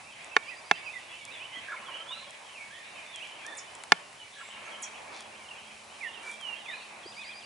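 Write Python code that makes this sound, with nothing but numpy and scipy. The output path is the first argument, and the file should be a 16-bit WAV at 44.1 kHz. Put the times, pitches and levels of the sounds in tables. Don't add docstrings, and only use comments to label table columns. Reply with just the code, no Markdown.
import sys
import numpy as np
from scipy import signal
from scipy.fft import rfft, irfft, next_fast_len
from scipy.io import wavfile
from scipy.ndimage import map_coordinates

SR = 44100
rng = np.random.default_rng(int(sys.argv[2]) if len(sys.argv) > 2 else 0)


def transcribe(signal):
    frames = np.atleast_2d(signal).T
    limited = np.clip(frames, -1, 1)
    pcm = np.round(limited * 32767).astype(np.int16)
    wavfile.write(sys.argv[1], SR, pcm)


N = 328545
T = np.arange(N) / SR
LEFT_RIGHT = np.array([[1], [-1]])


def undb(db):
    return 10 ** (np.asarray(db) / 20)


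def unit(x):
    return x / np.sqrt(np.mean(x ** 2))


def decay(t, t60_s):
    return np.exp(-np.log(1000) * t / t60_s)


def panned(x, pan_db):
    return undb(pan_db * LEFT_RIGHT / 2) * x


def add(out, start_s, x):
    i = max(int(start_s * SR), 0)
    out[..., i:i + x.shape[-1]] += x[..., :max(N - i, 0)]


def band(x, hz, width_hz):
    return signal.lfilter(*signal.iirpeak(min(hz, SR * .45), hz / width_hz, fs=SR), x)


def band_twice(x, hz, width_hz):
    return band(band(x, hz, width_hz), hz, width_hz)


def walk(rate_hz, size=N):
    knots = rng.standard_normal(int(size / SR * rate_hz) + 4)
    return map_coordinates(knots, [1 + np.arange(size) * rate_hz / SR], order=1) * 1.2


def noise(spectrum):
    hz, db = np.transpose(spectrum)
    size = next_fast_len(N)
    log_hz = np.log(np.fft.rfftfreq(size, 1 / SR) + 1)
    gain = undb(np.interp(log_hz, np.log(hz), db, left=-120, right=-120))
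    return unit(irfft(rfft(rng.standard_normal(size)) * gain, size)[:N])


def arch(length_s):
    progress = np.linspace(0, 1, max(int(length_s * SR), 32))
    return progress, np.abs(np.sin(np.pi * progress)) ** 0.51


def bend(length_s, start_hz, middle_hz, end_hz):
    curve = np.polyfit([0, .5, 1], [start_hz, middle_hz, end_hz], 2)
    return np.polyval(curve, arch(length_s)[0])


def glide(length_s, start_hz, end_hz, settle):
    moved = np.expm1(-settle * arch(length_s)[0]) / np.expm1(-settle)
    return start_hz + (end_hz - start_hz) * moved


def tone(hz, waver, flutter_db):
    swell = np.sin(np.linspace(0, np.pi, len(hz))).clip(0) ** 0.38
    phase = 2 * np.pi * np.cumsum(hz * (1 + waver * walk(254, len(hz)))) / SR
    wave = np.sin(phase) + undb(-30) * np.sin(2 * phase)
    return np.sqrt(2) * swell * undb(flutter_db * walk(119.6, len(hz))) * wave


def whistle(length_s, start_hz, middle_hz, end_hz, waver=0.0048, flutter_db=4.0):
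    return tone(bend(length_s, start_hz, middle_hz, end_hz), waver, flutter_db)


def woods(x, direct_db, early_db, late_db, early_t60_s=0.22, late_t60_s=0.62, spread=0.52):
    t = T[:SR]
    early = decay(t, early_t60_s) * (t > .003)
    late = decay(t, late_t60_s) * (1 - np.exp(-t / 0.0063))
    smear = undb(early_db) * unit(early) * rng.standard_normal((2, SR))
    tail = undb(late_db) * unit(late) * rng.standard_normal((2, SR))
    mid, side = (smear + tail) / np.sqrt(SR)
    echo = (mid + spread * LEFT_RIGHT * side) / np.hypot(1, spread)
    return undb(direct_db) * x + signal.fftconvolve(x, echo, axes=1)[:, :N]


def throat(source):
    # pitch_hz, width_hz of one pass, relative level_db
    resonances = [(565, 55, 8.5), (1096, 80, 0), (1325, 105, 2.5), (1680, 470, -1), (2180, 250, -1)]
    return unit(sum(undb(db) * band_twice(source, hz, width_hz) for hz, width_hz, db in resonances))


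def yelp(length_s, pitch_hz, rough=0.044, rasp_db=-11):
    progress, swell = arch(length_s)
    size = len(progress)
    fall = 0.05 * (.5 - progress)
    phase = 2 * np.pi * np.cumsum(pitch_hz * (1 + fall + rough * walk(700, size))) / SR
    flap = np.sin(phase / 3)
    rasp = throat(np.diff(rng.standard_normal(size) * (1 + flap), prepend=0))
    voice = np.sin(phase) * (1 + 0.23 * flap) + undb(rasp_db) * rasp
    return unit(voice * undb(3.2 * walk(344, size))) * swell


def rattle(length_s, beat_hz=19, buzz_hz=340):
    progress, swell = arch(length_s)
    size = len(progress)
    cycles = np.cumsum(buzz_hz * (1 + 0.0633 * walk(150, size))) / SR
    clicks = np.diff(np.floor(cycles), prepend=0)
    source = unit(clicks) + .5 * rng.standard_normal(size)
    beats = np.sin(np.pi * np.cumsum(beat_hz * (1 + 0.13 * walk(15.6, size))) / SR) ** 4
    return throat(source * beats) * np.sqrt(swell)


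def turkey():
    # start_s, yelp level_db, rattle delay_s, rattle length_s, rattle level_db
    gobbles = [(1.67, -36, .092, .55, -52.5), (4.356, -45, .146, 0.34, -52)]
    # delay_s, length_s, main pitch_hz, level_db relative to the gobble's yelp level
    gobble_notes = [(0, 0.063, 1687, -2), (0.047, 0.023, 1378, 1.5), (0.066, 0.023, 1045, -5),
                    (0.085, .036, 2185, -6), (.138, .026, 1050, -8), (.205, 0.035, 1065, -8),
                    (.422, 0.044, 1025, -8.5)]
    out = np.zeros(N)
    for start_s, yelp_db, rattle_delay_s, rattle_length_s, rattle_db in gobbles:
        for delay_s, length_s, hz, db in gobble_notes:
            add(out, start_s + delay_s, yelp(length_s, hz) * undb(yelp_db + db))
        add(out, start_s + rattle_delay_s, rattle(rattle_length_s) * undb(rattle_db))
    return woods(panned(out, -2), direct_db=-2.0, early_db=-8.5, late_db=-13.5, late_t60_s=2.1)


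def songbirds(near_db=-27, far_db=-46.5):
    near, far = np.zeros((2, 2, N))
    for start_s, hz, db, growth_db, pan_db in bird_notes():
        distance = np.clip((near_db - db) / (near_db - far_db), 0, 1)
        note = tone(hz, waver=.004 + .007 * distance ** 4, flutter_db=2 + 1.4 * distance)
        growth = growth_db * np.linspace(-.5, .5, len(hz))
        note = panned(note * undb(db + growth), pan_db)
        add(near, start_s, (1 - distance) * note)
        add(far, start_s, distance * note)
    near = woods(near, direct_db=-.5, early_db=-11, late_db=-14, early_t60_s=.16)
    far = woods(far, direct_db=-1.2, early_db=-7.5, late_db=-8, early_t60_s=.16, late_t60_s=.8)
    return near + far


def bird_notes():
    # delay_s, length_s, start_hz, middle_hz, end_hz, level_db relative to the phrase
    warble = [(0, .036, 2590, 2630, 2660, -2.5), (.031, .03, 3090, 3090, 3020, -9.5),
              (.062, .07, 2370, 2270, 2300, -7), (.153, 0.047, 2230, 2470, 2720, -1)]
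    warble_levels = [-53, -43, -41.5, -44]
    for k, phrase_db in enumerate(warble_levels):
        for delay_s, length_s, start_hz, middle_hz, end_hz, db in warble:
            start_s = -.091 + k * .405 + delay_s
            if start_s > 0:
                yield start_s, bend(length_s, start_hz, middle_hz, end_hz), phrase_db + db, 0, -9
    # start_s, length_s, start_hz, end_hz, level_db, pan_db
    slurs = [(0.502, .06, 2160, 1824, -50, -6), (0.757, 0.044, 3750, 3450, -53, -2),
             (0.844, 0.042, 2920, 2480, -45, -8), (.932, 0.061, 2130, 1945, -44, -5),
             (1.312, 0.082, 3890, 3360, -50, -5), (1.518, 0.064, 2134, 1970, -44.5, -4),
             (1.855, 0.083, 3600, 2820, -47.5, -7), (2.111, 0.031, 3020, 2853, -43, -6),
             (2.52, 0.11, 3325, 2186, -49, -4), (2.937, 0.078, 2850, 2380, -49.5, -5),
             (3.118, 0.081, 3780, 3070, -47, -6), (3.223, .045, 2790, 2340, -48, -2),
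             (3.348, 0.12, 3440, 2330, -53, 5), (4.2, 0.043, 3045, 2933, -45.5, -4),
             (4.49, .07, 3400, 2910, -52, 7), (4.71, 0.058, 3300, 3150, -54.5, 4),
             (5.44, 0.038, 3200, 2750, -51, -8), (5.481, 0.048, 3260, 2700, -47, -3),
             (6.004, 0.083, 2600, 1754, -39.5, -8.5), (6.067, 0.048, 3130, 2740, -47.5, -5),
             (6.133, 0.05, 3370, 2730, -47.5, -11), (6.403, .148, 3320, 2740, -39.5, -10.5),
             (6.584, 0.039, 3430, 2870, -51, -2), (6.655, 0.091, 2740, 1682, -42.5, -8.5),
             (7.223, 0.051, 2446, 2060, -56, -5)]
    for start_s, length_s, start_hz, end_hz, db, pan_db in slurs:
        yield start_s, glide(length_s, start_hz, end_hz, settle=2.1), db, 5.5, pan_db
    # start_s, length_s, start_hz, end_hz, level_db
    rises = [(1.399, 0.063, 2300, 3080, -43), (3.195, .055, 2450, 3150, -46),
             (6.027, 0.0426, 2580, 2930, -47.5)]
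    for start_s, length_s, start_hz, end_hz, db in rises:
        yield start_s, np.geomspace(start_hz, end_hz, int(length_s * SR)), db, 0, -6
    # start_s, length_s, top_hz, level_db
    arches = [(1.39, 0.047, 3000, -47), (1.527, .07, 3234, -43.5), (1.928, 0.054, 3010, -44),
              (1.993, 0.04, 3165, -42.5), (2.702, .13, 1860, -49.5), (3.443, .097, 1846, -45.5),
              (6.544, 0.058, 3240, -50), (6.719, 0.046, 2500, -44.5), (7.164, .08, 2526, -44),
              (7.285, .06, 2536, -49)]
    for start_s, length_s, top_hz, db in arches:
        yield start_s, bend(length_s, top_hz * .85, top_hz, top_hz * .92), db, 0, -6.5
    # start_s, length_s, pitch_hz, level_db
    held = [(2.569, 0.11, 2230, -51.5), (3.457, 0.13, 3540, -55), (6.223, 0.133, 2326, -46),
            (6.75, .1, 4380, -60)]
    for start_s, length_s, hz, db in held:
        yield start_s, bend(length_s, hz, hz, hz), db, 0, -4.5
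    # start_s, level_db, pan_db
    upsweeps = [(2.069, -43, -4.5), (6.655, -46.5, 4)]
    # start_hz, middle_hz, end_hz
    upsweep_pitches = (3330, 3643, 4100)
    sweep_s, top_hz, top_db = .095, 4065, -11
    for start_s, db, pan_db in upsweeps:
        sweep = bend(sweep_s, *upsweep_pitches)
        yield start_s, sweep, db, 0, pan_db
        yield start_s + .9 * sweep_s, np.full(len(sweep), top_hz), db + top_db, 0, pan_db


def trill(count=5, period_s=.095, slur_lead_s=.026, rise_s=.07, rise_from_hz=3600, top_hz=4863):
    # start_s, held top level_db, slur level_db
    bouts = [(.447, -56, -64), (7.047, -50.5, -53)]
    out = np.zeros((2, N))
    for bout_s, top_db, slur_db in bouts:
        for start_s in bout_s + period_s * np.arange(count):
            slur = whistle(0.035, 3900, 3300, 2948, waver=0.014)
            add(out, start_s - slur_lead_s, slur * undb(slur_db))
            hz = glide(rise_s, rise_from_hz, top_hz, settle=8.5)
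            arrived = ((hz - rise_from_hz) / (top_hz - rise_from_hz)) ** 8
            level_db = slur_db + (top_db - slur_db) * arrived
            add(out, start_s, tone(hz, waver=.002, flutter_db=2) * undb(level_db))
    return woods(out, direct_db=0, early_db=-11, late_db=-11)


def seeps():
    # start_s, length_s, start_hz, middle_hz, end_hz, level_db before the woods
    seep_calls = [(4.376, 0.15, 7850, 7630, 8040, -59.5), (4.65, 0.037, 6200, 6440, 6650, -56.5)]
    out = np.zeros((2, N))
    for start_s, length_s, start_hz, middle_hz, end_hz, db in seep_calls:
        add(out, start_s, whistle(length_s, start_hz, middle_hz, end_hz, waver=0.0114) * undb(db))
    return woods(out, direct_db=-1.5, early_db=-7, late_db=-13)


def chips(length_s=.022, waver=.05):
    # start_s, level_db before the woods
    chip_calls = [(3.568, -37.5), (4.819, -37.5)]
    out = np.zeros((2, N))
    for start_s, db in chip_calls:
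        chip = whistle(length_s, 10500, 6900, 5250, waver=waver)
        add(out, start_s, panned(chip * undb(db), -1.5))
    return woods(out, direct_db=-6, early_db=-1.5, late_db=-14, early_t60_s=0.13)


def knocks(rise_s=0.0015, crack_t60_s=0.013, crack_width=0.61, port_skew=0.65, panel_hz=770):
    # start_s, level_db, tilt_db per octave, lowest_hz (modes below it are weak),
    # panel_db (side panel's boost or cut), grip (pitch factor), relative crack_db
    blows = [(0.3651, -3, 1, 345, -14, 1.017, -13), (0.7117, -5, 2.6, 131.3, -0.5, 0.98, -8),
             (3.9198, 0, 3, 141, -5, 1, -3.5)]
    # pitch_hz before the grip factor, t60_s, relative level_db, pan_db
    body_modes = [(176, 0.078, -23.5, 0), (258.3, 0.036, -19.5, 8.5), (428.6, 0.028, -13.5, 8.5),
                  (705, 0.03, -9.5, -5), (837, 0.024, -4.5, -10), (1096, 0.021, -8, 0),
                  (1399, 0.023, -7.5, 0.5), (1743, 0.013, 2.5, -4), (2170, 0.026, -11.5, 2),
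                  (2410, 0.02, -11, 1), (2810, 0.015, -13, 7), (3250, 0.0088, -12, 0),
                  (3580, 0.019, -16.5, -2), (4380, 0.0069, -7.5, 0), (5095, 0.014, -25, -3),
                  (6000, 0.0077, -15, -5), (7050, 0.0064, -28, 11), (7400, 0.0056, -36, 3)]
    out, t = np.zeros((2, N)), T[:SR // 8]
    build = 1 - np.exp(-t / rise_s)
    for start_s, db, tilt_db, lowest_hz, panel_db, grip, crack_db in blows:
        ring = 0
        for k, (hz, t60_s, mode_db, pan_db) in enumerate(body_modes):
            panel_share = np.exp(-(np.log2(hz / panel_hz) / 0.21) ** 2)
            blow_db = tilt_db * np.log2(hz / 1500) + panel_db * panel_share
            gain = undb(mode_db + blow_db) / np.hypot(1, (lowest_hz / hz) ** 4)
            skew = port_skew * LEFT_RIGHT * np.cos(k)
            wave = np.sin(2 * np.pi * hz * grip * t + k * np.pi + skew)
            ring = ring + panned(gain * wave * decay(t, t60_s), pan_db)
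        mid, side = band_twice(rng.standard_normal((2, len(t))), 3200, 3200)
        crack = unit(mid + crack_width * LEFT_RIGHT * side) * decay(t, crack_t60_s)
        add(out, start_s, undb(db) * build * (ring + undb(crack_db) * crack))
    return woods(out, direct_db=1.5, early_db=-36, late_db=-29.5)


def ticks(bright_t60_s=0.0075, dull_t60_s=0.012):
    # start_s, level_db before halving, body_db relative to the bright snap
    tick_times = [(0.2452, -33, -18), (1.252, -25, -14), (2.307, -32, -36), (3.1597, -28, -18),
                  (3.272, -37, -12), (3.465, -24, -24), (3.552, -36, -18), (3.7518, -33, -28),
                  (3.837, -28.5, 6), (4.129, -35.5, 4.5), (4.488, -42.5, 12), (5.2067, -31, -5),
                  (6.412, -34, -2)]
    out, t = np.zeros(N), T[:SR // 30]
    for start_s, db, body_db in tick_times:
        snap, body = rng.standard_normal((2, len(t)))
        snap = unit(band_twice(snap, 7700, 5000)) * decay(t, bright_t60_s)
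        body = unit(band_twice(body, 1100, 1100)) * decay(t, dull_t60_s)
        add(out, start_s, undb(db) * (snap + undb(body_db) * body) / 2)
    return out


def rustles():
    # start_s, length_s, centre_hz, width_hz of one filter pass, level_db
    brushes = [(1.57, 0.015, 322, 280, -54.5), (1.79, 0.061, 170, 120, -61), (5.114, 0.12, 4120, 3240, -51),
               (6.117, 0.21, 404, 250, -60), (6.19, 0.156, 1300, 1900, -49.5),
               (6.214, 0.15, 7450, 6000, -53.5), (7.054, 0.016, 375, 237.6, -45)]
    out = np.zeros(N)
    for start_s, length_s, hz, width_hz, db in brushes:
        progress, swell = arch(length_s)
        grains = rng.standard_normal(len(progress)) * undb(3 * walk(297, len(progress)))
        add(out, start_s, unit(band_twice(grains, hz, width_hz)) * swell * undb(db))
    return out


def far_birds(count=240, spread_db=6):
    out = np.zeros((2, N))
    for when, pitch, slope, size in rng.random((count, 4)):
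        hz = 2150 + 1550 * pitch
        glide_hz = 700 * (slope - .5)
        chirp = whistle(.045, hz + glide_hz, hz, hz - glide_hz, waver=.02, flutter_db=3)
        add(out, when * N / SR, chirp * undb(spread_db * size))
    return unit(woods(out, direct_db=-6, early_db=-2, late_db=-1))


def bed(spectrum, level_db, side_db, pan_db, flicker_db):
    mid, side = noise(spectrum), noise(spectrum)
    wide = mid + undb(side_db) * LEFT_RIGHT * side
    return panned(wide, pan_db) * undb(level_db + flicker_db * walk(14))


def hums():
    # start_s, end_s, pitch_hz, level_db
    hum_spans = [(4.33, 7.6, 216, -69.5), (3.3, 6.4, 410, -75), (4.7, 6.3, 86, -76.5),
                 (0.66, 1.8, 108, -73.5)]
    out = np.zeros(N)
    for start_s, end_s, hz, db in hum_spans:
        fade = np.clip(np.minimum(T - start_s, end_s - T) / 0.21, 0, 1)
        level = np.sqrt(2) * fade * undb(db + 0.5 * walk(8.6))
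        out += level * np.sin(2 * np.pi * np.cumsum(hz * (1 + 0.00434 * walk(3.1))) / SR)
    return out


def background():
    # pitch_hz, relative level_db
    air_spectrum = [(150, -32), (250, -11), (322, -8.5), (351, -7), (407, -7.5), (444, -7.5), (566, -2),
                    (613, -1), (640, -0.5), (782, -1), (890, 1), (1010, -1), (1090, 0), (1280, -5.5),
                    (2000, -9), (2600, -11.5), (4400, -120)]
    hiss_spectrum = [(2240, -14), (3800, -1), (4420, -3.5), (5400, -3.5), (6690, -5), (8330, -5),
                     (9160, -6.5), (10500, -6), (11300, -17.5), (14700, -47), (22000, -120)]
    rumble_spectrum = [(15, -58), (25, -39), (76, -7), (124, -5.5), (156, -4.5), (184, -7), (211, -3.5),
                       (241, -6.5), (300, -13), (390, -48), (660, -120)]
    chorus_spectrum = [(1500, -3.5), (2000, 2), (2500, 5.5), (3000, -4), (3700, -11), (4300, -13),
                       (5000, -26)]
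    # time_s, level_db
    air_curve = [(0.0, -57), (0.7, -54), (1.24, -55.5), (1.95, -53), (2.59, -57), (3.67, -53), (4.32, -58),
                 (4.79, -51), (5.79, -54.5), (6.56, -52.5), (7.07, -55.5), (7.45, -54)]
    chorus_curve = [(0, -50), (.5, -52), (1.449, -49.5), (2.05, -49.5), (2.35, -52.5), (3.0, -50),
                    (4.15, -53), (4.7, -47.5), (5.3, -52.5), (5.7, -52), (5.95, -56.5), (6.55, -49.5),
                    (7.45, -53.5)]
    air_db = np.interp(T, *np.transpose(air_curve))
    chorus_db = np.interp(T, *np.transpose(chorus_curve))
    out = bed(air_spectrum, air_db + 1.5, side_db=-4.0, pan_db=-1.0, flicker_db=1.43)
    out += bed(hiss_spectrum, -57, side_db=-7.5, pan_db=0.0, flicker_db=0.5)
    out += bed(rumble_spectrum, -69, side_db=-15.5, pan_db=0.0, flicker_db=1.5)
    out += bed(chorus_spectrum, chorus_db - 4.5, side_db=-2.0, pan_db=-1.0, flicker_db=2.55)
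    out += panned(far_birds(), -1.5) * undb(chorus_db - 3)
    return out + hums()


def scene():
    birds = turkey() + songbirds() + trill() + seeps() + chips()
    handling = knocks() + ticks() + rustles()
    return birds + handling + background()


def record(dry, top_hz=11100):
    low_pass = signal.ellip(10, .2, 72, top_hz, fs=SR, output="sos")
    return signal.sosfilt(low_pass, np.clip(dry, -.9, .9))


dry = scene()
out = record(dry)
transcribe(out)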